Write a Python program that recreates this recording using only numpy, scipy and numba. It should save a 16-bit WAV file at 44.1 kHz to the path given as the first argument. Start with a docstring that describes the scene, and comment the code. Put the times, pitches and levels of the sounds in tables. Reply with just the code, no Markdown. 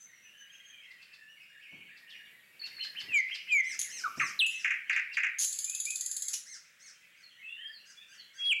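"""Birds call around a walled yard: slurred and swooping whistles, sharp chips, nasal mews, scratchy
chirps and a ticking trill, over a wash of twitter and open air. Whistles are nearly pure syrinx
tones; the reedy calls are harmonics shaped by throat and beak. A hand softly bumps small dishes on the
ground and peels dough off a plate. The walls echo every call, and a limiter flattens the loudest."""
import sys
import numpy as np
from scipy import signal
from scipy.fft import rfft, irfft
from scipy.io import wavfile
from scipy.ndimage import uniform_filter1d, minimum_filter1d
from numba import njit

SR = 44100
rng = np.random.default_rng(int(sys.argv[2]) if len(sys.argv) > 2 else 0)


def generate_wav(sig):
    """Save sig (samples, or channels by samples) to the path in sys.argv[1] as 16-bit PCM at SR."""
    pcm = np.round(np.clip(np.atleast_2d(sig).T, -1, 1) * 32767).astype(np.int16)
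    wavfile.write(sys.argv[1], SR, pcm)


N = 379260
TIME = np.arange(N) / SR

# slap off the walls: delay/s, level/dB
WALL_ECHOES = [(.0062, -13.5), (0.0115, -8.5), (0.036, -12.5), (0.057, -16.5)]
# colour of the open air: f/Hz, level/dB
AIR_COLOUR = [(18, -76), (30, -35), (79, -16.5), (174, -8), (382, -21.5), (551, -10.5), (775, -24),
              (1060, -15.5), (1570, -2.5), (2520, -5.5), (3640, -8.5), (5690, -28.5), (7020, -13.5),
              (14600, -27), (15800, -15.5)]
# thin, far-off notes: t/s, length/s, start f/Hz, end f/Hz, level/dB
FAR_NOTES = [ (0.0, 0.048, 6120, 6210, -56), (0.099, 0.1, 5970, 5730, -67.5),
             (0.223, 0.03, 2670, 2514, -58), (0.34, 0.13, 3060, 2940, -57.5), (0.368, 0.2, 1677, 1591, -60),
             (0.692, .29, 2605, 1930, -59.5), (1.157, 0.19, 1700, 1770, -60.5),
             (2.593, 0.0794, 4514, 4290, -45.5), (2.721, .13, 4570, 4170, -54.5),
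             (2.794, 0.071, 4270, 4183, -39), (4.037, .042, 1610, 1148, -30.5),
             (4.201, 0.038, 1444, 1136, -32), (5.667, 0.1, 2380, 2617, -51),
             (5.861, 0.0526, 2308, 2542, -41), (7.225, 0.052, 4420, 4180, -58.5),
             (7.391, 0.036, 2235, 2106, -52.5), (7.428, .14, 2538, 2833, -44.5),
             (7.474, 0.075, 3250, 3570, -57.5), (7.574, .12, 2984, 3233, -47),
             (7.67, 0.013, 5100, 4650, -62), (7.716, .07, 5050, 4090, -55), (7.968, 0.07, 3406, 3514, -54),
             (8.172, 0.057, 4690, 4070, -55.5), ]
# runs of one note, and a low note fluttering in the yard's echo:
# start t/s, end t/s, spacing/s, length/s, start f/Hz, end f/Hz, level/dB, fade/(dB/s)
FAR_REPEATS = [ (0.229, 0.72, .14, 0.067, 6380, 6226, -67, -12),
               (1.624, 1.9, 0.081, 0.055, 3150, 2145, -52.5, 10),
               (2.106, 2.48, 0.14, .054, 3850, 2385, -52, 65),
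               (7.571, 7.72, 0.054, 0.041, 1700, 1870, -54.5, -26), ]
# level of the background wash of twitter and ringing echoes, swelling around the loud calls: t/s, level/dB
WASH_RIDE = [(0, -2.5), (1.4, 1.5), (2.2, 3), (2.55, -4), (3.2, 10.5), (6.4, -7.5), (7.1, -3), (8.6, -0.5)]
# soft rustle, swelling as the dough peels off the plate: t/s, level/dB
RUSTLE_RIDE = [(0, -74.5), (1.6, -76.5), (3.1, -64), (3.4, -71), (4.2, -61), (4.7, -73.5), (6.6, -81),
               (8.6, -74.5)]
# colour of the rustle: f/Hz, level/dB
RUSTLE_COLOUR = [(40, -40), (90, -4), (200, 4), (500, -2.5), (1000, -5), (3000, -4.5), (7000, -14),
                 (13000, -3.5), (16000, -18)]
# dishes bumping the ground: t/s, level/dB, 60 dB decay/s
DISH_BUMPS = [(1.717, -59.5, 0.72), (3.032, -57, 0.35), (3.081, -56, 0.23), (4.171, -46, 0.41)]
# dull body of a bump: f/Hz, level/dB
BUMP_COLOUR = [(40, -28), (65, -33), (95, -7.5), (160, 0.5), (300, -6), (600, -15.5), (1200, -16.5),
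               (4000, -75)]
# harsh rasps of the trilling bird: t/s, length/s, f/Hz, level/dB
RASPS = [(0.0, 0.04, 3760, -68), (3.79, 0.013, 3300, -34.5), (3.813, 0.0073, 3340, -35),
         (4.463, 0.0078, 3680, -35.5), (5.385, 0.076, 3270, -31.5), (6.332, 0.016, 2860, -34.5)]
# ticks breaking out of the long rasp before the trill settles: t/s, level/dB
LEAD_IN_TICKS = [(5.446, -19.5), (5.48, -44)]
# throat and beak resonances of the trilling bird: f/Hz, level/dB
TRILL_VOICE = [(2800, -8), (3600, -22.5), (5200, 1), (6400, -1.5), (7500, 4), (8500, -18), (10300, -0.5),
               (12000, -22.5), (15000, -38)]
# hiss riding on that voice: f/Hz, level/dB
TRILL_HISS = [(1500, -26), (2600, -21), (3400, -2.5), (5000, 3), (5700, -15.5), (6600, 17), (8200, -6.5),
              (9200, 3.5), (10600, 0.5), (12700, -7), (15000, -31)]
# short, scratchy chirps: t/s, length/s, top f/Hz, level/dB
CHIRPS = [ (0.88, .038, 2760, -59.5), (1.0, 0.028, 2750, -55), (1.105, 0.039, 2730, -55.5),
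          (1.925, 0.059, 2700, -59.5), (2.06, 0.049, 2976, -56), (2.615, 0.06, 2744, -47),
          (2.783, 0.071, 3047, -42), (2.95, 0.069, 3147, -41.5), (3.118, .071, 3130, -41),
          (3.3, 0.062, 3240, -40), (3.472, 0.063, 3215, -45), (4.872, 0.068, 2485, -47.5),
          (5.1, 0.049, 2780, -45), (8.39, .08, 2694, -51.5), ]
# resonances that colour a chirp: f/Hz, level/dB
CHIRP_VOICE = [(1400, 7), (2200, -6), (3100, 2), (3700, -4), (4700, 6.5), (6000, -12), (8000, -19.5),
               (14000, -37)]
# long, falling whistles: t/s, length/s, start f/Hz, end f/Hz, swell delay/s, level/dB
SLURS = [(3.082, 0.146, 2858, 1938, 0.062, -19.5), (3.479, 0.157, 2692, 1940, 0.044, -19.5)]
# whistles diving off a top note: start t/s, lowest t/s, end t/s, top f/Hz, bottom f/Hz, level/dB
SWOOPS = [(4.391, 4.427, 4.454, 4490, 2604, -17), (8.368, 8.542, 8.538, 3307, 2243, -17)]
# nasal calls that rise and fall: t/s, length/s, top f/Hz, level/dB
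MEWS = [ (3.63, .13, 2076, -45.5), (3.885, .145, 2130, -45), (4.16, 0.15, 2130, -46.5),
        (4.495, .15, 2080, -52.5), (6.22, 0.098, 2200, -55), (6.455, .12, 2143, -49),
        (6.79, 0.12, 2223, -54.5), (7.15, .08, 1653, -67), (7.85, .075, 1680, -56.5),
        (8.07, 0.095, 1610, -60.5), (8.33, 0.084, 1600, -58), ]
# resonances that colour a mew: f/Hz, level/dB
MEW_VOICE = [(1300, -5), (2100, -5.5), (3200, -15.5), (4300, -4.5), (5200, 9), (6400, 2.5), (8200, -6),
             (10500, -18), (14000, -42)]
# close, steeply falling chips: t/s, length/s, level/dB
CHIPS = [(4.197, .015, -24), (4.645, 0.00797, -20.5), (4.706, 0.0098, -24), (4.896, .009, -19.5),
         (4.962, .009, -22), (5.169, 0.01016, -22.5), (5.233, 0.0097, -21)]


def undb(db):
    """Decibels to gain."""
    return 10 ** (np.asarray(db) / 20)


def unit(x):
    """Scale to rms 1."""
    return x / np.sqrt(np.mean(x ** 2))


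def response(hz, points):
    """Gain at these frequencies of an EQ curve (f/Hz, level/dB)."""
    f, db = np.transpose(points)
    return undb(np.interp(np.log(np.maximum(hz, 1)), np.log(f), db))


def noise(colour):
    """Noise through an EQ curve, at rms 1."""
    hz = np.arange(N // 2 + 1) * SR / N
    return unit(irfft(rfft(rng.standard_normal(N)) * response(hz, colour), N))


def wander(t, rate):
    """Random values, rate a second, joined by lines."""
    return np.interp(t * rate, np.arange(4096), rng.standard_normal(4096))


def add(track, s, sound):
    """Mix a sound into the track at time s."""
    i = max(int(s * SR), 0)
    track[i:i + len(sound)] += sound[:max(N - i, 0)]


def span(length):
    """Time and progress 0-1 through a call."""
    t = np.arange(int(length * SR)) / SR
    return t, t / length


def swell(u, edge):
    """A call's envelope: rises and dies, squarer for a small edge."""
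    return np.sin(np.pi * u) ** edge


def ease(x):
    """Smooth step from 0 to 1."""
    return np.sin(np.pi / 2 * np.clip(x, 0, 1)) ** 2


def decay(t, t60):
    """An envelope that falls 60 dB in t60 seconds."""
    return np.exp(-np.log(1000) * t / t60)


def whistle(hz, second_db, third_db):
    """A nearly pure syrinx tone with weak overtones."""
    phase = 2 * np.pi * np.cumsum(hz) / SR
    second = undb(second_db) * np.sin(2 * phase)
    third = undb(third_db) * np.sin(3 * phase) * (3 * hz < SR / 2)
    return np.sqrt(2) * (np.sin(phase) + second + third)


def reedy(hz, voice, overtones=1):
    """Eight harmonics gliding through the fixed resonances of throat and beak."""
    phase = 2 * np.pi * np.cumsum(hz) / SR
    partials = [response(k * hz, voice) * (k * hz < SR / 2) * np.sin(k * phase) for k in range(1, 9)]
    return partials[0] + overtones * sum(partials[1:])


def yard(x, tail_db, t60, early_db, early_t60, echo_db):
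    """The reverb return: wall echoes, a quick scatter off the ground and a longer tail."""
    t = np.arange(SR) / SR
    grain = rng.standard_normal((4, SR))
    scatter = unit(grain[0] * grain[1] ** 2 * decay(t, early_t60) * (t > .002))
    tail = unit(grain[2] * grain[3] * decay(t, t60) * np.minimum(t / 0.02, 1))
    impulse = (undb(early_db) * scatter + undb(tail_db) * tail) / np.sqrt(SR)
    for s, db in WALL_ECHOES:
        add(impulse, s, undb([db + echo_db]))
    return signal.fftconvolve(x, impulse)[:N]


def open_air(db=-67):
    """A quiet noise bed whose level wavers slightly."""
    return undb(db + .5 * wander(TIME, 6.9)) * noise(AIR_COLOUR)


def repeated_notes(scatter_s=0.005, detune=0.0202):
    """The pulses of each run or echo flutter, each a little off in time and pitch."""
    notes = []
    for start, end, gap, length, start_hz, end_hz, db, fade in FAR_REPEATS:
        for s, (early, sharp) in zip(np.arange(start, end, gap), rng.standard_normal((8, 2))):
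            tuning = 1 + detune * sharp
            level_db = db - fade * (s - start)
            notes.append((s - scatter_s * early, length, start_hz * tuning, end_hz * tuning, level_db))
    return notes


def far_notes(room_db=-64, send_slope=0.85):
    """Thin sliding notes; the fainter the bird, the more it is heard by reflection."""
    out, send = np.zeros((2, N))
    for s, length, start_hz, end_hz, db in FAR_NOTES + repeated_notes():
        t, u = span(length)
        glide = end_hz + (start_hz - end_hz) * (1 - u) ** 1.6  # slides fast, then settles
        pitch = glide * (1 + 0.014 * wander(t, 421))
        note = swell(u, 0.32) * whistle(pitch, second_db=-49, third_db=-35)
        direct = 1 / (1 + undb(-56 - db))
        add(out, s, undb(db) * direct * note)
        add(send, s, undb(room_db + send_slope * (db - room_db)) * note)
    return out + yard(send, tail_db=-4, t60=0.46, early_db=1.5, early_t60=0.16, echo_db=0.5)


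def twitter_wash(db=-59.5, centre_hz=2258, count=190):
    """Little slurs blurred by the yard into twitter and ringing echoes, swelling around the loud calls."""
    send = np.zeros(N)
    t, u = span(0.03484)
    for k, (offset, height, slope, size) in enumerate(rng.uniform(-0.85, 1, (count, 4))):
        octaves = .48 * height + 0.583 * slope * (u - .5)
        tone = whistle(centre_hz * 2 ** octaves, second_db=-17.5, third_db=-46)
        add(send, (k + offset) * N / SR / count, undb(6.1 * size) * swell(u, 0.54) * tone)
    wash = yard(send, tail_db=5.5, t60=0.7, early_db=-9.5, early_t60=0.12, echo_db=-4.5)
    return undb(db + np.interp(TIME, *np.transpose(WASH_RIDE))) * unit(wash)


def dishes(attack_s=0.0083):
    """The rustle of handling and peeling dough, and dull bumps of dishes on the ground."""
    bumps = np.zeros(N)
    t, _ = span(.6)
    for s, db, t60 in DISH_BUMPS:
        add(bumps, s, undb(db) * decay(t, t60) * np.minimum(t / attack_s, 1))
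    rustle_db = np.interp(TIME, *np.transpose(RUSTLE_RIDE)) + 1.5 * wander(TIME, 12)
    return bumps * noise(BUMP_COLOUR) + undb(rustle_db) * noise(RUSTLE_COLOUR)


def trill_ticks(middle_s=5.9035, gap_s=0.052, drag_s=0.014, db=-30, count=15):
    """Tick cues (t/s, level/dB): the lead-in, then an even beat that drags at both ends."""
    beat = np.arange(count) - (count - 1) / 2
    times = middle_s + gap_s * beat + drag_s * (beat / beat[-1]) ** 7
    return LEAD_IN_TICKS + list(zip(times, db + 0.6 * rng.standard_normal(count)))


def triller(tick_s=0.01068, start_hz=4136, end_hz=3090, tick_hiss_db=-2.5, rasp_hiss_db=-1):
    """Scattered rasps; the longest breaks into falling, hissy ticks with a strong second harmonic."""
    tone, hiss_envelope = np.zeros((2, N))
    for s, db in trill_ticks():
        t, u = span(tick_s)
        pitch = (start_hz + (end_hz - start_hz) * u ** 0.616) * (1 + 0.027 * wander(t, 1500))
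        envelope = undb(db) * swell(u ** .6, 1.6)
        add(tone, s, envelope * reedy(pitch, TRILL_VOICE))
        add(hiss_envelope, s, envelope * undb(tick_hiss_db))
    for s, length, hz, db in RASPS:
        t, u = span(length)
        envelope = undb(db) * swell(u, 0.48) * (1 + 1.1 * wander(t, 1100))  # fast flutter adds grit
        pitch = hz * (1 + 0.0924 * wander(t, 2500))
        add(tone, s, envelope * reedy(pitch, TRILL_VOICE))
        add(hiss_envelope, s, envelope * undb(rasp_hiss_db))
    out = tone + hiss_envelope * noise(TRILL_HISS)
    return out + yard(out, tail_db=-6, t60=0.38, early_db=-2.5, early_t60=0.22, echo_db=-11)


def distant_trill(db=-55, start_s=.49, gap_s=.05, hz=3200, count=8):
    """A far bird repeats one small arched note."""
    out = np.zeros(N)
    t, u = span(0.0267)
    for k in range(count):
        pitch = hz * (.86 + 0.16 * np.sin(np.pi * u ** 1.23)) * (1 + 0.008 * wander(t, 89))
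        note = swell(u, 0.73) * whistle(pitch, second_db=-22, third_db=-45)
        add(out, start_s + k * gap_s, undb(db) * note)
    return undb(-2.5) * out + yard(out, tail_db=-9, t60=0.57, early_db=-4.5, early_t60=0.076, echo_db=-6)


def arched_calls(calls, voice, edge_hz, skew, late, jitter, overtone_db, brightening, room_db, press=0):
    """Pitch arches up from edge_hz and back; pressed as it falls, the voice turns bright and rough."""
    out, send = np.zeros((2, N))
    for s, length, top_hz, db in calls:
        t, u = span(length)
        direct = 1 / (1 + undb(room_db - db))  # faint calls are wetter and rougher
        arch = edge_hz + (top_hz - edge_hz) * np.sin(np.pi * u ** skew)
        roughness = jitter * np.sqrt(1 - direct) * u ** 1.57 * wander(t, 2400)
        push_db = press * (db - room_db)  # press makes louder calls brighter
        overtones = undb(overtone_db + push_db) * (0.2 + u) ** brightening
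        call = unit(swell(u ** late, 0.46) * reedy(arch * (1 + roughness), voice, overtones))
        add(out, s, undb(db) * direct * call)
        add(send, s, undb(db) * np.sqrt(1 - direct ** 2) * call)
    return out + yard(send, tail_db=-4, t60=.55, early_db=-1, early_t60=.15, echo_db=0)


def chirps():
    """Short arches that open pure and end in a scratch of overtones."""
    return arched_calls(CHIRPS, CHIRP_VOICE, edge_hz=1540, skew=.85, late=0.68, jitter=0.14,
                        overtone_db=-0.5, brightening=4.8, room_db=-49.5)


def slur(length, start_hz, end_hz, swell_at, db, lead_db=-23.5, swell_s=0.0074, release_s=0.033):
    """Pitch and envelope of a whistle that starts softly and swells, sinking at an even rate."""
    t, u = span(length)
    lead = undb(lead_db)
    effort = lead + (1 - lead) / (1 + np.exp((swell_at - t) / swell_s))
    fades = ease(t / 0.0092) * np.minimum((length - t) / release_s, 1)
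    return start_hz * (end_hz / start_hz) ** u, undb(db) * effort * fades


def swoop(start, lowest, end, top_hz, bottom_hz, db, fall_s=0.05, rest_s=0.01106, top_db=-10.5):
    """Pitch and envelope of a whistle that grows, dives to full strength and, if it lasts, flicks up."""
    t = start + span(end - start)[0]
    falls_at = lowest - fall_s
    height = 1 - ease((t - falls_at) / fall_s)
    flick_hz = 24400 * np.maximum(t - lowest - rest_s, 0)
    pitch = bottom_hz + (top_hz - bottom_hz) * height + flick_hz
    attack_s = 0.001 + 0.38 * max(falls_at - start, 0)
    level_db = db + top_db * height - 116 * np.maximum(falls_at - t, 0)  # top note grows 116 dB/s
    return pitch, undb(level_db) * ease((t - start) / attack_s) * ease((end - t) / 0.0063)


def whistler():
    """The foreground whistles: long slurs and quick swoops, with a slight quaver."""
    out = np.zeros(N)
    calls = [(row[0], *slur(*row[1:])) for row in SLURS] + [(row[0], *swoop(*row)) for row in SWOOPS]
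    for s, pitch, envelope in calls:
        quaver = 1 + 0.0068 * wander(TIME[:len(pitch)], 296.6)
        add(out, s, envelope * whistle(pitch * quaver, second_db=-62, third_db=-37))
    return out + yard(out, tail_db=-12, t60=.55, early_db=-12, early_t60=.25, echo_db=0)


def mews():
    """Longer, lower arches, nasal with overtones all the way through."""
    return arched_calls(MEWS, MEW_VOICE, edge_hz=1200, skew=.76, late=1.08, jitter=0.086,
                        overtone_db=-6.5, brightening=.25, room_db=-56, press=0.47)


def chipper(start_hz=2882, end_hz=1249):
    """Each chip hits hard, drops over an octave in milliseconds and sets the yard ringing."""
    out = np.zeros(N)
    for s, length, db in CHIPS:
        _, u = span(length)
        tone = whistle(start_hz * (end_hz / start_hz) ** u, second_db=-54, third_db=-38)
        add(out, s, undb(db) * swell(u ** .62, 1.6) * tone)
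    return out + yard(out, tail_db=-1.5, t60=0.5, early_db=4, early_t60=0.22, echo_db=2.5)


def scene():
    """The mono mix: near and far birds, the dishes and the open air."""
    air = open_air()
    near = mews() + chirps() + whistler() + chipper() + triller()
    far = far_notes() + distant_trill() + twitter_wash()
    return (near + far + dishes() + air)[None]


@njit
def hold_peaks(size, release):
    """Peak follower: jumps up at once and sinks slowly."""
    out, held = np.empty(len(size)), 0.
    for i in range(len(size)):
        held = max(size[i], held * release)
        out[i] = held
    return out


def record(dry, threshold_db=-17.5, release_s=0.11, overload_db=-20, top_hz=15850):
    """A look-ahead limiter holds the peaks, soft overload adds odd overtones, and the top is cut."""
    peak = hold_peaks(np.abs(dry[0]), np.exp(-1 / (release_s * SR)))
    gain = np.minimum(1, undb(threshold_db) / (peak + 1e-9))
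    gain = uniform_filter1d(minimum_filter1d(gain, size=65), size=65)  # ducks just ahead of a peak
    ceiling = undb(overload_db)
    saturated = ceiling * np.tanh(dry * gain / ceiling)
    return signal.sosfilt(signal.ellip(10, .2, 70, top_hz, fs=SR, output="sos"), saturated)


dry = scene()
out = record(dry)
generate_wav(out)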